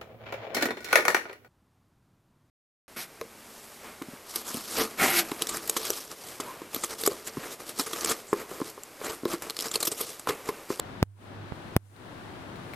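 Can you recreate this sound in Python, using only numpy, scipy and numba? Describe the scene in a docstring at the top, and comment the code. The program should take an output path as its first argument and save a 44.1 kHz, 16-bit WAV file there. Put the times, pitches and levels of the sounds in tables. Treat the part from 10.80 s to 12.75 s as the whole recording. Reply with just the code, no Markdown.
"""A metal blade shorts charged points on a circuit board, over room rush, mains hum and thin hiss.
At 0.23 s a discharge snaps: a sudden step with a bright spark on top. The recorder's gain ducks,
so the room drops out and swells back while the hum carries on. A faint pop follows at 0.72 s.
At 0.97 s the blade touches with a second sharp snap and the gain ducks again; after that it
only ticks lightly against the board, ringing and scraping for an instant each time."""
import sys
import numpy as np
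from scipy.fft import rfft, irfft
from scipy.io import wavfile
from scipy.ndimage import minimum_filter1d
from numba import njit

SR = 44100
rng = np.random.default_rng(int(sys.argv[2]) if len(sys.argv) > 2 else 0)


def unload_audio(sound):
    """Save the sound as a 16-bit wav file, at the path given as the first command line argument."""
    columns = np.transpose(np.atleast_2d(sound))
    # keep every value between -1 and 1, then stretch to whole-number steps
    steps = np.round(np.clip(columns, -1, 1) * 32767)
    wavfile.write(sys.argv[1], SR, steps.astype(np.int16))


N = 85995
TIME = np.arange(N) / SR
FREQS = np.maximum(np.arange(N // 2 + 1) * SR / N, 1e-3)
NOISE_TOP_HZ = 15600


def undb(db):
    """Decibels to gain."""
    return 10 ** (np.asarray(db) / 20)


def pan(db):
    """Left and right gains for a level difference; positive leans left."""
    return undb(np.array([[.5], [-.5]]) * db)


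def over_hz(points):
    """Join (f, value) points on a log-frequency axis."""
    hz, value = np.array(points).T
    return np.interp(np.log(FREQS), np.log(hz), value)


def over_time(points):
    """Join (t, value) points by straight lines."""
    return np.interp(TIME, *np.array(points).T)


def above(hz, order):
    """Gain per bin of a low cut."""
    return 1 / np.sqrt(1 + (hz / FREQS) ** (2 * order))


def below(hz, order):
    """Gain per bin of a high cut."""
    return 1 / np.sqrt(1 + (FREQS / hz) ** (2 * order))


def impulse(at):
    """Spectrum of a unit click at the given time."""
    return np.exp(-2j * np.pi * FREQS * at)


def decay(at, seconds):
    """Instant attack, exponential fall."""
    age = TIME - at
    return (age >= 0) * np.exp(-np.abs(age) / seconds)


@njit
def follow(x, attack_s, release_s):
    """Envelope follower that rises and falls at different speeds."""
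    out, level = np.empty(len(x)), 0.
    for i in range(len(x)):
        level += (x[i] - level) / (SR * (attack_s if x[i] > level else release_s))
        out[i] = level
    return out


def room():
    """Room tone: a dark rush, its upper bass alike in both ears, its treble diffuse."""
    # fader ride of the room tone: t/s, level/dB
    ride = [(0, -42), (.2, -42.5), (.44, -42.5), (.6, -44), (.95, -42.5), (1.06, -37), (1.13, -44),
            (1.27, -43), (1.65, -42.5), (1.95, -41.5)]
    # its tone colour: f/Hz, relative level/dB
    colour = [(30, -12.5), (70, -4.5), (130, -1.5), (225, -4), (360, -4.5), (450, -10), (640, -8.5),
              (1600, -13.5), (2150, -19), (3900, -24), (5500, -32), (10000, -44), (15500, -49)]
    # likeness of left and right: f/Hz, correlation
    likeness = [(60, 0), (130, 0.9), (290, 0.83), (640, 0.25), (1400, 0), (3000, 0.03)]
    # stereo balance: f/Hz, left minus right/dB
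    balance = [(100, 1.5), (200, 3.5), (1300, 4.5), (4400, 5), (8100, -6.5), (15000, 12.5)]
    mid, side = rfft(rng.standard_normal((2, N)))
    alike = np.clip(over_hz(likeness), -1, 1)
    pair = mid * np.sqrt(1 + alike) + np.array([[1], [-1]]) * side * np.sqrt(1 - alike)
    eq = undb(over_hz(colour)) * pan(over_hz(balance)) * below(NOISE_TOP_HZ, order=60)
    air = irfft(pair * eq, N)
    return air / air.std() * undb(over_time(ride))


def mains_hum(hz=100):
    """Mains hum: one low sine that swells and fades, a little to the right."""
    # fader ride of the hum: t/s, level/dB
    ride = [(0, -62), (.255, -53), (.28, -47.5), (.38, -53.5), (.42, -61), (.5, -49), (.6, -43.5),
            (.72, -58), (.99, -55), (1.03, -51.5), (1.14, -56.5), (1.24, -89), (1.5, -60.5), (1.95, -54.5)]
    tone = np.sqrt(2) * np.sin(2 * np.pi * hz * TIME)
    return tone * undb(over_time(ride)) * pan(db=-4.5)


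def treble_hiss():
    """A thin, wide hiss that swells and fades, leaning left."""
    # fader ride of the hiss: t/s, level/dB
    ride = [(0, -65.5), (.2, -67), (.27, -77.5), (.36, -73), (.43, -64.5), (.6, -71), (.75, -64.5),
            (.94, -63), (.99, -74.5), (1.06, -67.5), (1.22, -64), (1.45, -63), (1.75, -64.5), (1.95, -58.5)]
    # its tone colour: f/Hz, relative level/dB
    colour = [(1000, 8), (4500, -1.5), (7000, 0.5), (9500, 4.5), (12500, -4.5), (15000, -3.5)]
    white = rfft(rng.standard_normal((2, N)))
    hiss = irfft(white * undb(over_hz(colour)) * below(NOISE_TOP_HZ, order=60), N)
    return hiss / hiss.std() * undb(over_time(ride)) * pan(db=6)


def discharges(drain_hz=42, right_lag_s=0.00013):
    """Each short is a sudden step that drains away in a few ms: the thump of a snap or pop."""
    # shorts on the board: t/s, step level/dB, polarity, left minus right/dB, high cut/Hz
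    shorts = [(.2284, -3.5, 1, -0.5, 7400), (.7224, -22.5, -1, -13.5, 2030), (0.9655, -3.5, -1, -1, 4000)]
    step = SR / (2 * np.pi * (1j * FREQS + drain_hz)) * above(hz=80.5, order=3)
    lag = np.array([[-.5], [.5]]) * right_lag_s
    out = 0
    for at, db, polarity, pan_db, top_hz in shorts:
        thump = irfft(step * below(top_hz, order=2) * impulse(at + lag), N)
        out += polarity * undb(db) * pan(pan_db) * thump
    return out


def sparks(sizzle_db=-25.5, right_db=-23):
    """Each spark is one bright crack and a millisecond of sizzle, mostly on the left."""
    # two sparks, each with a weak second strike: t/s, level/dB, low cut of the crack/Hz
    strikes = [(.2284, -4.5, 12200), (.2329, -15.5, 6900), (.9652, 5.5, 10050), (.9697, -14, 8000)]
    out = 0
    for at, db, edge_hz in strikes:
        crack = impulse(at) * above(edge_hz, order=10) * below(hz=15700, order=16)
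        burst = rng.standard_normal(N) * decay(at, seconds=0.001)
        sizzle = rfft(burst) * above(hz=2980, order=2)
        out += undb(db) * irfft(crack + undb(sizzle_db) * sizzle, N)
    return out * undb([[0], [right_db]])


def gain_control(x, threshold_db=-11.5, max_duck_db=30, hold_s=0.11, lag_s=0.0093):
    """An overload pulls the gain down just after the snap; it holds, then creeps back."""
    overload = np.clip(np.abs(x).max(axis=0) / undb(threshold_db) - 1, 0, 1)
    hold = int(hold_s * SR)
    held_peak = -minimum_filter1d(-overload, hold, origin=(hold - 1) // 2, mode="constant")
    duck = follow(held_peak, attack_s=0.0014, release_s=0.062)
    late_duck = np.interp(TIME - lag_s, TIME, duck)
    return x * undb(-max_duck_db * late_duck)


def blade_ticks(pivot_hz=3000, scrape_db=-16.5, right_db=-16):
    """The blade ticks against the board, rings briefly and scrapes; harder touches ring brighter."""
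    # touches of the blade: t/s, level/dB, hardness as tilt/(dB per octave)
    touches = [(.9653, -28.5, -3.5), (1.164, -36, 12), (1.758, -37, 8), (1.9362, -30, -10),
               (1.944, -38, -3)]
    # ringing modes of the blade: f/Hz, level/dB, t60/s
    modes = [(2220, 0.5, 0.0098), (2550, -16.5, 0.011), (4060, -5, 0.0077)]
    out = 0
    for at, db, tilt in touches:
        ring = 0
        for hz, mode_db, t60 in modes:
            gain = undb(mode_db + tilt * np.log2(hz / pivot_hz))
            ring += gain * decay(at, t60 / np.log(1000)) * np.sin(2 * np.pi * hz * (TIME - at))
        scrape = undb(scrape_db) * decay(at, seconds=0.011) * rng.standard_normal(N)
        out += undb(db) * (ring + scrape)
    return out * undb([[0], [right_db]])


def scene():
    """Snaps, a pop and blade ticks in a quiet room."""
    return discharges() + sparks() + blade_ticks() + room()


def record(dry):
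    """Gain control, then hum and hiss that it leaves untouched, and a steep top cut."""
    mix = gain_control(dry) + mains_hum() + treble_hiss()
    return irfft(rfft(mix) * below(hz=16100, order=80), N)


dry = scene()
out = record(dry)
unload_audio(out)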